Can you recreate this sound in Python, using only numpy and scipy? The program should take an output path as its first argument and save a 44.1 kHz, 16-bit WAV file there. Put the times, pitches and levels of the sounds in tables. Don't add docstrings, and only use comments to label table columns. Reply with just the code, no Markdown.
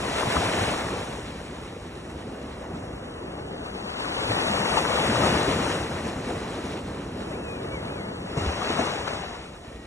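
import sys
import numpy as np
from scipy import signal
from scipy.fft import rfft, irfft, dct, next_fast_len
from scipy.io import wavfile
from scipy.ndimage import uniform_filter1d, map_coordinates

SR = 44100
rng = np.random.default_rng(int(sys.argv[2]) if len(sys.argv) > 2 else 0)


def gain_from_db(level_db):
    decades = np.asarray(level_db, float) / 20
    return 10 ** decades


def bounce(signal):
    frames = np.transpose(np.atleast_2d(signal))
    limited = np.clip(frames, -1, 1)
    pcm = np.round(limited * 32767).astype(np.int16)
    wavfile.write(sys.argv[1], SR, pcm)


N = 434826
TIME = np.arange(N) / SR
HOP, GRID = 1024, 569


def unit(x):
    return x / np.sqrt(np.mean(x ** 2) + 1e-20)


def along(points, hz):
    f, v = np.transpose(points)
    return np.interp(np.log(hz + 1), np.log(f + 1), v)


def curves(rows):
    s, *cols = np.transpose(rows)
    return [np.interp(TIME, s, c) for c in cols]


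def wobble(rate):
    knots = rng.standard_normal(int(N * 60 / SR) + 4)
    return map_coordinates(knots, [TIME * min(rate, 60)])


def filtered(x, response):
    m = next_fast_len(N + 4096)
    return irfft(rfft(x, m) * response(np.fft.rfftfreq(m, 1 / SR)), m)[..., :N]


def bubbles(s, size, hz, cycles, rise, length):
    t = np.arange(length) / SR
    age = t * (hz / cycles)[:, None]
    turns = hz[:, None] * t * (1 + rise * np.minimum(age, 2) / 2)
    envelope = 2 * (1 - np.exp(-8 * age)) * np.exp(-2 * age)
    wave = size[:, None] * np.sin(2 * np.pi * turns) * envelope
    at = (s * SR).astype(int)[:, None] + np.arange(length)
    return np.bincount(at.ravel(), wave.ravel(), N + SR)[:N]


def froth(count, lo_hz, hi_hz, cycles, spread_db, share):
    z = signal.stft(rng.standard_normal((2, N)), nperseg=512)[2]
    field = uniform_filter1d(rng.standard_normal(z.shape[1:]), size=5, axis=0)
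    field = uniform_filter1d(field, size=8, axis=1)
    patchy = z * gain_from_db(.7 * unit(field))
    noise = unit(signal.istft(patchy, nperseg=512)[1][:, :N])
    length = int(2 * cycles / lo_hz * SR)
    cloud = []
    for draw in rng.random((2, count, 3)):
        s = draw[:, 0] * N / SR
        hz = lo_hz * (hi_hz / lo_hz) ** draw[:, 1]
        size = hz * gain_from_db(spread_db * np.minimum(-np.log(1 - draw[:, 2]), 3))
        cloud.append(unit(bubbles(s, size, hz, cycles + 0 * hz, 0.3, length)))
    share = np.clip(share, 0, 1)
    return np.sqrt(1 - share) * noise + np.sqrt(share) * np.array(cloud)


def ports(pair, colours, lo_hz, hi_hz, side_db, lead, lean=0):
    # frequency in Hz, share from 0 to 1.
    shadow = [(250, 0.2), (600, 0.45), (1200, 0.96), (1800, 1), (2400, .02)]
    near, other = pair

    def cut(hz):
        return 1 / np.sqrt((1 + (lo_hz / (hz + 1)) ** 6) * (1 + (hz / hi_hz) ** 6))

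    in_step = lean * filtered(near, lambda hz: along(shadow, hz))
    ahead = filtered(near, lambda hz: 1j + 0 * hz)
    out_of_step = lead * ahead + np.sqrt(abs(1 - lead ** 2)) * other
    apart = in_step + np.sqrt(1 - .75 * lean ** 2) * out_of_step
    both = filtered(near, lambda hz: gain_from_db(along(colours[0], hz)) * cut(hz))
    side = filtered(apart, lambda hz: gain_from_db(along(colours[1], hz)) * cut(hz))
    return np.array([unit(both), gain_from_db(side_db) * unit(side)])


def whistle(rows, side_db):
    hz, db = curves(rows)
    edge = np.clip(np.minimum(TIME - rows[0][0], rows[-1][0] - TIME) / 0.013, 0, 1)
    phase = 2 * np.pi * np.cumsum(uniform_filter1d(hz, size=700)) / SR
    size = np.sqrt(2) * edge * gain_from_db(db + wobble(30))
    return size * np.array([np.sin(phase), gain_from_db(side_db) * np.cos(phase - .4)])


def shorebirds():
    # time in seconds, pitch in Hz, level in dB.
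    calls = [
        [(7.31, 1760, -57), (7.35, 2330, -52), (7.39, 2690, -58), (7.43, 2680, -61), (7.48, 2480, -52),
         (7.55, 2450, -54), (7.65, 2190, -65), (7.745, 2310, -50), (7.8, 1990, -53)],
        [(7.87, 2200, -58), (7.9, 2450, -56), (7.93, 2560, -59), (7.975, 2330, -54), (8.02, 2020, -55),
         (8.055, 2120, -56), (8.11, 2350, -66)],
    ]
    # time in seconds, pitch in Hz, level in dB.
    far_call = [
        (9.6, 1843, -68),
        (9.7, 1796, -58),
        (9.78, 1890, -58),
        (9.87, 1910, -58),
    ]
    return sum(whistle(rows, side_db=7.0) for rows in calls) + whistle(far_call, side_db=-9)


def pockets():
    # start in seconds, peak in dB, pitch in Hz, decay in cycles.
    plops = [(0.232, -16, 1040, 3.5), (0.367, -11, 1120, 3.3), (2.716, -35, 675, 4.8),
             (4.773, -16, 885, 9.3), (4.852, -14.5, 1320, 1.9), (4.86, -23, 980, 5.9),
             (4.904, -18, 490, 2.2), (6.355, -35, 426, 4.3), (7.313, -29, 580, 5.6), (7.666, -39, 1500, 8),
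             (8.365, -30, 485, 6.2), (8.619, -25, 1150, 9.2), (8.79, -21.5, 656, 13),
             (9.236, -27, 790, 3.3), (9.563, -42, 1240, 10)]
    # start in seconds, peak in dB, pitch in Hz, decay in cycles.
    slaps = [(0.271, -24, 111, 2.5), (.372, -26, 80.5, 3), (0.611, -24, 98, 3), (4.291, -24.5, 107, 4.4),
             (4.5, -25.5, 204, 5.1), (4.6, -24.5, 189, 6.3), (5.09, -20.5, 227, 5.5), (5.2, -23, 105, 3.7),
             (5.471, -36, 256, 5.5), (8.373, -23, 137, 3), (8.409, -27, 90, 5.4), (8.467, -20, 72, 3.4),
             (8.695, -26.5, 187, 8.1)]

    def ring(rows, rise):
        s, peak_db, hz, cycles = np.transpose(rows)
        return bubbles(s, gain_from_db(peak_db), hz, cycles, rise, SR // 5)

    return ring(plops, 0.014) * np.array([[1], [.55]]) + ring(slaps, 0.05) * np.array([[1], [0]])


def splashes():
    # time in seconds, lift in dB, depth from 0 (bright) to 1 (deep).
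    hits = [(0.368, 4.5, 0.83), (0.536, 4, 0.78), (.612, 0.5, 0.97), (2.1, 2, 0.14), (2.715, -0.5, .3),
            (2.84, 1.5, 0.47), (3.662, 2.5, .1), (4.0, 3, .7), (4.3, 1, 1), (4.45, -0.5, .9),
            (4.772, 3.5, 0.3), (5.13, -1.5, 0.6), (5.24, 2, 0.25), (5.478, 3.5, 0.92), (6.058, 4, 0.72),
            (6.298, 6, 0.76), (6.66, 2, 0.21), (7.57, 0, 0.23), (8.373, 6.5, 0.69), (8.468, 2, .9),
            (8.705, 4.5, 0.85), (8.8, 5, 0.99), (9.079, 3.5, 0.13), (9.13, 5, 0.78)]
    rise_s, fall_s = 0.0061, 0.025
    s, lift_db, depth = np.transpose(hits)
    coarse = TIME[::64]
    age = coarse - s[:, None]
    shape = lift_db[:, None] * np.exp(np.where(age < 0, age / rise_s, -age / fall_s))
    deep = np.clip(depth, 0, 1)
    bright = 1 - deep
    return [np.interp(TIME, coarse, 2 * share @ shape) for share in (deep, bright)]


def tide():
    # time in seconds, strength in dB.
    breakers = [
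        [(0.0, -34.5), (0.11, -32.5), (0.3, -29), (0.65, -29.5), (0.9, -35), (1.12, -40), (1.3, -45),
         (1.9, -64.5)],
        [(3.2, -82), (3.7, -47), (3.95, -41), (4.3, -31), (4.6, -29.5), (5.25, -27.5), (5.72, -30.5),
         (5.9, -38.5), (6.8, -45), ],
        [(8.2, -49.5), (8.35, -42.5), (8.385, -34), (8.6, -34), (8.8, -29), (9.0, -34.5), (9.12, -37),
         (9.25, -39.5), (9.55, -50.5)],
    ]
    leans = [
        0.49,
        1,
        0.7,
    ]
    # time in seconds, strength in dB.
    rollers = [(0, -37), (.9, -34), (1.25, -39), (1.95, -39.5), (2.75, -36.5), (3.0, -38), (3.6, -36.5),
               (3.9, -39), (4.9, -37.5), (5.2, -25), (5.7, -32.5), (6.3, -34), (6.7, -35), (7.2, -35),
               (7.85, -34.5), (8.35, -37), (9.5, -43.5), (9.86, -43)]
    near_roar_db, near_fizz_db, far_wash_db, far_fizz_db = -4.5, -12, -7, -26.5
    foam_db, foam_fade_s, foam_start_db = -25, 1.37, -60
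    wave_top_db, foam_top_db = np.array([2, -0.5, -5]), 3

    waves = np.array([gain_from_db(2 * np.interp(TIME, *np.transpose(rows), left=-120, right=-120))
                      for rows in breakers])
    near, far = waves.sum(axis=0), gain_from_db(2 * curves(rollers)[0])
    keep = np.exp(-1 / (foam_fade_s * SR))
    foam = signal.lfilter([1 - keep], [1, -keep], near * gain_from_db(2 * foam_db), zi=[gain_from_db(2 * foam_start_db)])[0]
    deep_db, bright_db = splashes()
    roar = far + near * gain_from_db(2 * near_roar_db)
    wash = near + far * gain_from_db(2 * far_wash_db)
    fizz = near * gain_from_db(2 * near_fizz_db) + far * gain_from_db(2 * far_fizz_db) + foam
    roar_db = 10 * np.log10(roar) + deep_db
    wash_db = 10 * np.log10(wash) + bright_db
    fizz_db = 10 * np.log10(fizz) + bright_db
    lean = np.array(leans) @ waves / wash
    top_db = foam_top_db + (wave_top_db - foam_top_db) @ waves / wash
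    return roar_db, wash_db, fizz_db, lean, top_db


def surf():
    # frequency in Hz, density in dB per Hz.
    body = [
        [(13, -45), (22, -25), (65, 3.5), (135, -0.5), (200, 1), (671, -2.5), (1390, -7.5), (1940, -12.5), (2440, -23.5), (2770, -13), (3200, -24.5), (4160, -56), (7040, -120)],
        [(59, -78), (100, -74), (174, -24), (219, -14), (348, -6), (479, -3.5), (678, -0.5), (893, -3), (1230, -6), (1790, -17), (2610, -13), (3200, -5.5), (4160, -74), (7040, -120)],
    ]
    mist = [
        [(1200, -1), (1900, 4), (2700, -5.5), (3400, -8.5), (4000, -8), (4400, -11.5), (4800, -17), (5100, -8), (5600, -47)],
        [(1060, -31), (1800, -1.5), (2630, 0), (3870, -4.5), (4760, -6.5), (5130, -12.5), (5350, -25), (7150, -20), (12100, -120)],
    ]
    fine = [
        [(4000, -31), (4980, -34.5), (5250, 2.5), (7100, -2), (8600, -4), (9700, -6.5), (10600, -10.5), (11500, -14.5), (13000, -50)],
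        [(4000, -50), (5100, 1.5), (5300, -22), (6000, -17), (6600, -8), (7200, -3.5), (8300, 0.5), (10800, -1), (11800, -1.5), (13000, -43)],
    ]
    # time in seconds, place from 0 (ahead) to 1 (far aside).
    off_axis = [(0, 0.15), (.8, 0.1), (1.1, 0.057), (2.65, 0.13), (2.78, 0.39), (3.9, 0.98), (4.5, .72),
                (4.85, 0.49), (5.6, 0.21), (6.2, 0), (7.0, 0), (7.45, 0.54), (8.2, 0.78), (8.36, 0.4),
                (9.2, 0.44), (9.86, 0.057)]
    spray_over_fizz_db, aside_side_db, aside_centre_db = 5.5, 8.5, -16
    aside_lean, aside_body_db = 0.6, 8.5
    top_hz = 7600
    shade_hz, low_shade = 3780, 0.81

    roar_db, wash_db, fizz_db, lean, top_db = tide()
    aside, = curves(off_axis)
    spray_db = fizz_db + spray_over_fizz_db + aside_side_db * aside
    lean = np.clip(lean + aside_lean * aside, -.98, .98)
    splash = 0.19 * wobble(9) + 1.3 * wobble(25)

    swell = ports(rng.standard_normal((2, N)), body, 15, 55, side_db=-55, lead=.1)
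    roar = froth(count=2500, lo_hz=90, hi_hz=468.4, cycles=3.06, spread_db=2.5, share=0.02)
    roar = ports(roar, body, 61, 570, side_db=-13.0, lead=0.13, lean=lean)
    wash = froth(count=9000, lo_hz=331.6, hi_hz=2745, cycles=4.06, spread_db=-1, share=0.071)
    wash = ports(wash, body, 425, 2390, side_db=-1.5, lead=0.56, lean=lean)
    spray = froth(count=15000, lo_hz=1947, hi_hz=5380, cycles=2.77, spread_db=3.5, share=0.19)
    spray = ports(spray, mist, 2050, 13000, side_db=-0.5, lead=0.71)
    fizz = froth(count=25000, lo_hz=4810, hi_hz=11700, cycles=5.7, spread_db=10.0, share=0.083)
    fizz = ports(fizz, fine, 1500, 23000, side_db=-1.0, lead=.55)

    finest = filtered(fizz, lambda hz: 1 / (1 + (top_hz / (hz + 1)) ** 8))
    fizz = fizz + (gain_from_db(top_db) - 1) * finest
    wide = gain_from_db(np.array([[0], [aside_body_db]]) * (aside - .5))
    roar, wash = wide * roar, wide * wash
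    low = filtered(spray[0], lambda hz: 1 / (1 + (hz / shade_hz) ** 6))
    centre_db = aside_centre_db * aside
    spray[0] = gain_from_db(centre_db) * (spray[0] - low) + gain_from_db(low_shade * centre_db) * low

    wash_db = wash_db + 0.59 * splash + 0.22 * wobble(17)
    spray_db = spray_db + 0.76 * splash + 0.76 * wobble(12)
    fizz_db = fizz_db + 0.36 * splash + 0.34 * wobble(17)
    return (gain_from_db(-48.0) * swell + gain_from_db(roar_db) * roar + gain_from_db(wash_db) * wash
            + gain_from_db(spray_db) * spray + gain_from_db(fizz_db) * fizz)


def scene():
    both, side = shorebirds() + pockets() + surf()
    return np.array([both + side, both - side])


def lapped(x):
    padded = np.pad(x, ((0, 0), (2 * HOP - GRID, 2 * HOP + (GRID - N) % HOP)))
    blocks = padded.reshape(len(x), -1, HOP)
    window = np.sin(np.pi * (np.arange(2 * HOP) + .5) / (2 * HOP))
    frames = np.concatenate([blocks[:, :-1], blocks[:, 1:]], axis=2) * window
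    a, b, c, d = np.split(frames, 4, axis=2)
    folded = np.concatenate([-c[..., ::-1] - d, a - b[..., ::-1]], axis=2)
    return dct(folded, type=4, norm="ortho")


def unlapped(lines):
    p, q = np.split(dct(lines, type=4, norm="ortho"), 2, axis=2)
    window = np.sin(np.pi * (np.arange(2 * HOP) + .5) / (2 * HOP))
    frames = np.concatenate([q, -q[..., ::-1], -p[..., ::-1], -p], axis=2) * window
    joined = frames[:, 1:, :HOP] + frames[:, :-1, HOP:]
    return joined.reshape(len(lines), -1)[:, HOP - GRID:][:, :N]


def thinned(dry):
    # frequency in Hz, threshold against the louder signal in dB.
    threshold = [(300, -24), (1300, -19), (2000, -14), (2600, -12.5), (3800, -11), (5000, -8), (6000, -8.5),
                 (8500, -7.5), (10000, -5)]
    lines = lapped(np.array([dry[0] + dry[1], dry[0] - dry[1]]) / 2)
    bands = lines.reshape(2, -1, HOP // 16, 16)
    level = np.sqrt(uniform_filter1d(np.mean(bands ** 2, axis=3), size=3, axis=2))
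    louder = level.max(axis=0)
    hz = (np.arange(HOP // 16) + .5) * 8 * SR / HOP
    drift = uniform_filter1d(rng.standard_normal(level.shape), 2, 1)
    drift = unit(uniform_filter1d(drift, 2, 2))
    raised_db = 7 * (level < louder) + 2.3 * drift
    floor = louder * gain_from_db(along(threshold, hz) + raised_db)
    kept = bands * (abs(bands) > floor[..., None])
    both, side = unlapped(kept.reshape(lines.shape))
    return np.array([both + side, both - side])


def low_pass(x):
    return signal.sosfilt(signal.butter(12, 11840, fs=SR, output="sos"), x)


def record(dry):
    mix = thinned(dry)
    return low_pass(mix)


dry = scene()
out = record(dry)
bounce(out)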